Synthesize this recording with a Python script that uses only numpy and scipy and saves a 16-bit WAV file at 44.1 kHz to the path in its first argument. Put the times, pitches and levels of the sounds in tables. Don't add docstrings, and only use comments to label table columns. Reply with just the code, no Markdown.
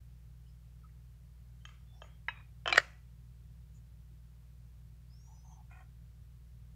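import sys
import numpy as np
from scipy import signal
from scipy.fft import rfft, irfft, next_fast_len
from scipy.io import wavfile
from scipy.ndimage import uniform_filter1d

SR = 44100
rng = np.random.default_rng(int(sys.argv[2]) if len(sys.argv) > 2 else 0)


def store_wav(level_fs):
    pcm = np.round(np.clip(np.atleast_2d(level_fs), -1, 1) * 32767)
    wavfile.write(sys.argv[1], SR, pcm.T.astype(np.int16))


N = 297675
TIME = np.arange(N) / SR

# pitch in Hz, level in dB.
HUM_TONES = [(39.8, -72), (59.9, -55), (119.9, -60.5), (159.5, -66.5), (219.5, -86.5), (360, -91.5),
             (480, -92.5)]
# frequency in Hz, relative level in dB.
RUMBLE_COLOUR = [(15, -24), (30, -17), (50, -7.5), (75, 0), (105, 2), (135, 0), (175, -8), (205, -17.5),
                 (260, -24.5), (400, -40.5), (900, -80)]
HISS_COLOUR = [(100, -19.5), (250, -5), (400, -5), (800, -8.5), (1500, -10), (3000, -13), (7000, -16.5),
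               (11000, -17.5), (13500, -16.5), (15500, -16.5)]
# start and length in seconds, pitch and width in Hz, level in dB.
FAINT_SOUNDS = [(0.459, .045, 3020, 200, -77), (.475, 0.072, 5100, 250, -83), (.833, .04, 1267, 130, -66),
                (0.887, .03, 2000, 300, -76), (1.605, 0.046, 3100, 120, -78), (1.868, .14, 3490, 40, -76),
                (1.92, 0.24, 734, 200, -73.5), (1.939, 0.15, 5500, 700, -79),
                (2.011, 0.089, 6700, 400, -75.5), (2.027, 0.21, 3220, 150, -80),
                (2.877, 0.11, 1750, 700, -70), (3.742, .06, 6920, 700, -74), (4.108, .042, 333, 80, -73.5),
                (5.51, .06, 3250, 92, -81)]
# start in seconds, strength in dB, part struck, contact time in ms,
# bass cutoff in Hz, level in dB of the crack added to the ring.
KNOCKS = [ (1.6526, -38, "mouth", .8, 1340, -10), (1.689, -48, "mouth", 2.1, 1100, -22),
          (2.0185, -40.5, "mouth", 1.1, 300, -18.5), (2.0420, -47, "mouth", 1.8, 500, -47.5),
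          (2.2841, -21, "hollow", 1.24, 480, -24), (2.6586, -26, "wall", 0.54, 430, -20.5),
          (2.6762, -23.5, "wall", 0.71, 363, -8.5), (2.6835, -26.5, "wall", 0.54, 710, -12),
          (2.693, -30, "wall", 1.8, 400, -6), (2.7006, -30, "wall", .45, 600, -10),
          (2.7256, -16.5, "blade", 0.77, 350, -9.5), (2.728, -19.5, "blade", 1.7, 500, -17),
          (2.7494, -37.5, "wall", .8, 594, -5.5), (2.7581, -24, "blade", 0.54, 500, -8),
          (2.7590, -24.5, "seat", .6, 330, -15), (2.7718, -22.5, "seat", 1, 377, -12),
          (2.7763, -16.5, "seat", 0.29, 600, -8), (2.7786, -2.5, "seat", 1.5, 340, -17.5)]
PART_TONES = { "mouth": [(426, -8, 0.021), (640.7, -3, 0.026), (854, -6, 0.021), (1230, -3, 0.022),
              (1650, -4.5, 0.017), (2660, -17, 0.088), (3133, -4, 0.026), (3670, -23, 0.045),
              (6550, -14.5, 0.039)], "wall": [(480, -12, 0.037), (703, -5.5, .025), (1060, -11.5, 0.045),
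              (1268, -9.5, 0.026), (1436, -3.5, 0.018), (1745, -5, 0.019), (2322, -16, 0.018),
              (2630, -17, 0.11), (3080, -0.5, .024), (3466, -15, .015), (4800, -23.5, 0.014),
              (5355, -20, 0.036), (6356, -19.5, 0.02), (7100, -20.5, .025)],
              "hollow": [(519.4, -24.5, 0.028), (953, -10.5, .035), (1037, -14, .04), (1350, -14, .03),
              (1695, -5, 0.033), (1907, 1, 0.01), (2040, -7, .012), (2560, -21, .12), (2850, -19.5, .07),
              (3080, -25.5, 0.083), (3830, -23, 0.089), (5250, -30, 0.066), (6433, -34, 0.068)],
              "blade": [(735, -8.5, 0.017), (1254, -17, 0.018), (1440, -14, 0.022), (2357.6, 0, .022),
              (2914, -14, .03), (3000, -9, 0.014), (3750, -11.5, 0.017), (4060, -18, .1),
              (4769, -15.5, 0.02), (5397, -24.5, 0.033), (7300, -21, 0.017)], "seat": [(490, -20.5, 0.014),
              (571.5, -16, 0.017), (1476, -8, 0.023), (1836, -0.5, 0.01598), (2221, -15.5, .02),
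              (2900, -19.5, 0.02), (3320, -18, 0.011), (4014, -19, 0.008), (4470, -23, 0.022),
              (4888, -16.5, 0.01), (5624, -25.5, 0.011), (6860, -25.5, 0.014), (7500, -23, 0.014)]}
# frequency in Hz, relative level in dB.
CRACK_COLOUR = [(150, -34), (265, -26), (320, 2), (500, -2.5), (1500, 8), (4000, -0.5), (7400, -8.5),
                (8500, -13), (11000, -21.5), (13000, -15.5), (16000, -19.5)]
SPRAY_COLOUR = [(150, -24), (260, -14.5), (320, 0.5), (480, -2), (1000, 0.5), (1600, 2.5), (2600, -1),
                (4000, -13), (7300, -16.5), (9000, -20.5), (16000, -25)]
TREBLE_CUTOFF_HZ = {"mouth": 7300, "wall": 5300, "hollow": 8000, "blade": 7000, "seat": 12100}
PLAIN_CRACK_DB, CRACK_DB_PER_OCTAVE = -12, 12.5
# start in seconds, seconds until it lets go, level in dB, kind of stroke.
STROKES = [ (2.287, 0.12, -60.5, "drag"), (2.654, .12, -45, "slide"), (5.265, 0.098, -70, "grip"),
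           (5.43, .04, -67.5, "grip"), (5.462, 0.085, -65, "grip"), (5.561, 0.042, -62, "grip"),
           (5.697, 0.12, -62, "brush")]
STROKE_PEAKS = { "drag": [(1170, 550, -10), (1750, 320, -9), (2447, 55, 7), (2640, 170, -19),
                (3760, 130, -10)], "slide": [(343, 45, 0), (500.6, 130, -5), (686.7, 55, 0),
                (1084.5, 211, -1.5), (1720, 190, 2), (2490, 410, -3.5), (3300, 330, -11.5),
                (5594, 1200, -23.5)], "grip": [(743, 61, -4.5), (884, 81, 5), (1080, 160, -14)],
                "brush": [(737, 110, 1), (1056, 90, -2.5), (1421, 120, 1), (1867, 120, -4),
                (2140, 150, -8.5), (2458, 94, 0), (3170, 146, -17), (6880, 1000, -25.5), (8500, 560, -29)]}
# start and length in seconds, pitch as a multiple of the shared
# glide, level in dB, width in Hz.
SKIN_PATCHES = [(5.06, 0.411, 0.98, -74.5, 60.2), (5.17, .22, 1.14, -80, 70), (5.32, .13, .84, -82, 80.2),
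                (5.428, .16, 1.02, -72, 240)]
# delay in seconds, gain (a minus flips the wave).
NEAR_ECHOES = [(.0031, 0.12), (.0088, -0.072), (0.013, 0.042), (0.016, -.05), (.0215, 0.057)]
# frequency in Hz, seconds to fade by 60 dB.
ROOM_FADE = [(250, .4), (700, .42), (1800, .41), (3500, .42), (7000, .46), (14000, .35)]
# frequency in Hz, relative level in dB.
ROOM_COLOUR = [(200, 0), (350, 2), (700, 1), (1800, 0), (3000, 0), (7000, 1), (14000, -1)]


def gain_of(db):
    return 10 ** (np.asarray(db) / 20)


def evened(x):
    return x / np.sqrt(np.mean(x ** 2) + 1e-20)


def read(points, hz):
    f, value = np.transpose(points)
    return np.interp(np.log(hz + 1), np.log(f + 1), value)


def add(mix, s, sound):
    part = mix[round(s * SR):][:len(sound)]
    part += sound[:len(part)]


def noise(colour_db, size):
    padded = next_fast_len(size, real=True)
    white = rfft(rng.standard_normal(padded))
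    gains = gain_of(colour_db(np.fft.rfftfreq(padded, 1 / SR)))
    return evened(irfft(white * gains, padded)[:size])


def resonant_noise(peaks, size):
    def colour_db(f):
        return 20 * np.log10(sum(gain_of(db) / (1 + (2 * (f - hz) / width) ** 2)
                                 for hz, width, db in peaks))
    return noise(colour_db, size)


def drift(rate_hz):
    return noise(lambda f: -20 * np.log10(1 + (f / rate_hz) ** 4), N)


def background(hum_waver=0.045, rumble_db=-63, swell_db=1.55, hiss_db=-75):
    hum = sum(gain_of(db) * evened(np.sin(2 * np.pi * (hz * TIME + rng.random())))
              for hz, db in HUM_TONES)
    rumble = gain_of(rumble_db + swell_db * drift(rate_hz=1.4)) * noise(lambda f: read(RUMBLE_COLOUR, f), N)
    hiss = gain_of(hiss_db) * noise(lambda f: read(HISS_COLOUR, f), N)
    return hum * (1 + hum_waver * drift(rate_hz=2.6)) + rumble + hiss


def faint_sounds(skew=0.57):
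    out = np.zeros(N)
    for start, length, hz, width, db in FAINT_SOUNDS:
        size = round(length * SR)
        arch = np.sin(np.pi * np.linspace(0, 1, size) ** skew)
        band = evened(resonant_noise([(hz, width, 0)], SR // 4)[:size])
        add(out, start, gain_of(db) * band * arch)
    return out


def knock(part, contact_ms, low_hz, high_hz, crack_db, room_db, crack_s=.003, spray_db=-1, tone_db=-5):
    t = np.arange(SR // 5) / SR
    contact = np.exp(-(t * 1000 / contact_ms) ** 2)
    hz, levels_db, fade_s = np.transpose(PART_TONES[part])[:, :, None]
    fades = gain_of(levels_db) * np.exp(-np.log(1000) * t / fade_s)
    swell = signal.fftconvolve(fades, contact[None] / contact.sum(), axes=1)[:, :len(t)]
    ring = (swell * np.sin(2 * np.pi * (hz * t + rng.random(hz.shape)))).sum(0)
    burst = (1 - contact) * np.exp(-t / crack_s)
    crack = burst * noise(lambda f: read(CRACK_COLOUR, f), len(t))
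    spray = burst * noise(lambda f: read(SPRAY_COLOUR, f), len(t))
    near = ring + gain_of(crack_db) * crack
    spray *= np.linalg.norm(ring) / np.linalg.norm(spray)
    to_room = gain_of(room_db) * (gain_of(tone_db) * ring + gain_of(spray_db) * spray)
    bass_cut = signal.butter(4, low_hz, "high", fs=SR, output="sos")
    treble_cut = signal.butter(3, min(high_hz, SR / 2 - 1), "low", fs=SR, output="sos")
    return signal.sosfilt(np.vstack([bass_cut, treble_cut]), [near, to_room])


def knife():
    near, to_room = np.zeros((2, N))
    for start, db, part, contact_ms, low_hz, crack_db in KNOCKS:
        high_hz = TREBLE_CUTOFF_HZ[part] * 2 ** ((crack_db - PLAIN_CRACK_DB) / CRACK_DB_PER_OCTAVE)
        room_db = -33 - .52 * db
        sound, thrown = gain_of(db) * knock(part, contact_ms, low_hz, high_hz, crack_db, room_db)
        add(near, start, sound)
        add(to_room, start, thrown)
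    return near, to_room


def strokes(grain_db=3, build_s=0.021, release_db_per_s=420):
    out = np.zeros(N)
    catch = evened(gain_of(grain_db * drift(rate_hz=90.12)))
    for start, length, db, kind in STROKES:
        age = TIME - start
        build = np.clip(age / build_s, 0, 1)
        release = gain_of(-release_db_per_s * np.maximum(age - length, 0))
        friction = np.resize(resonant_noise(STROKE_PEAKS[kind], SR), N)
        out += gain_of(db) * build * release * catch * friction
    return out


def squeak(start_s=5.06, from_hz=4430, top_hz=6200, rise_s=.115, brake_s=5.5, sag_hz_per_s=2000):
    lag = np.exp(-np.maximum(TIME - start_s, 0) / rise_s)
    glide_hz = top_hz - (top_hz - from_hz) * lag - sag_hz_per_s * np.maximum(TIME - brake_s, 0)
    pitch_hz = glide_hz * (1 + 0.0035 * drift(rate_hz=40))
    out = np.zeros(N)
    for start, length, ratio, db, width in SKIN_PATCHES:
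        slips = np.sqrt(width / (2 * np.pi * SR)) * uniform_filter1d(rng.standard_normal(N), size=40)
        flutter = 1 + 0.24 * drift(rate_hz=78)
        tone = evened(np.sin(2 * np.pi * np.cumsum(ratio * pitch_hz / SR + slips)) * flutter)
        fade = signal.windows.tukey(round(length * SR), 0.39)
        add(out, start, gain_of(db) * tone[round(start * SR):][:len(fade)] * fade)
    return out


def near_surfaces(x, scatter_db=-21, fade_s=.09):
    t = np.arange(SR // 4) / SR
    build = 1 - np.exp(-(t / 0.0057) ** 2)
    scatter = rng.standard_normal(len(t)) * build * np.exp(-np.log(1000) * t / fade_s)
    response = gain_of(scatter_db) * scatter / np.linalg.norm(scatter)
    for delay, gain in NEAR_ECHOES:
        add(response, delay, np.array([gain]))
    return x + signal.fftconvolve(x, response)[:N]


def room(x, build_s=.018):
    t = np.arange(SR) / SR
    wash = noise(lambda f: read(ROOM_COLOUR, f), SR)
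    hz, age, bands = signal.stft(wash, SR, nperseg=256)
    bands *= np.exp(-np.log(1000) * age / read(ROOM_FADE, hz)[:, None])
    build = 1 - np.exp(-(t / build_s) ** 2)
    tail = signal.istft(bands, SR, nperseg=256)[1][:SR] * build
    return signal.fftconvolve(x, tail / np.linalg.norm(tail))[:N]


def scene():
    knocks, to_room = knife()
    steady = background()
    near = knocks + squeak() + faint_sounds() + strokes()
    return (steady + near_surfaces(near) + room(to_room))[None]


def record(dry):
    faded_in = dry * np.minimum(TIME / .008, 1)
    treble_cut = signal.firwin(511, cutoff=15720, window=("kaiser", 9), fs=SR)
    return signal.oaconvolve(faded_in, treble_cut[None], "same")


dry = scene()
out = record(dry)
store_wav(out)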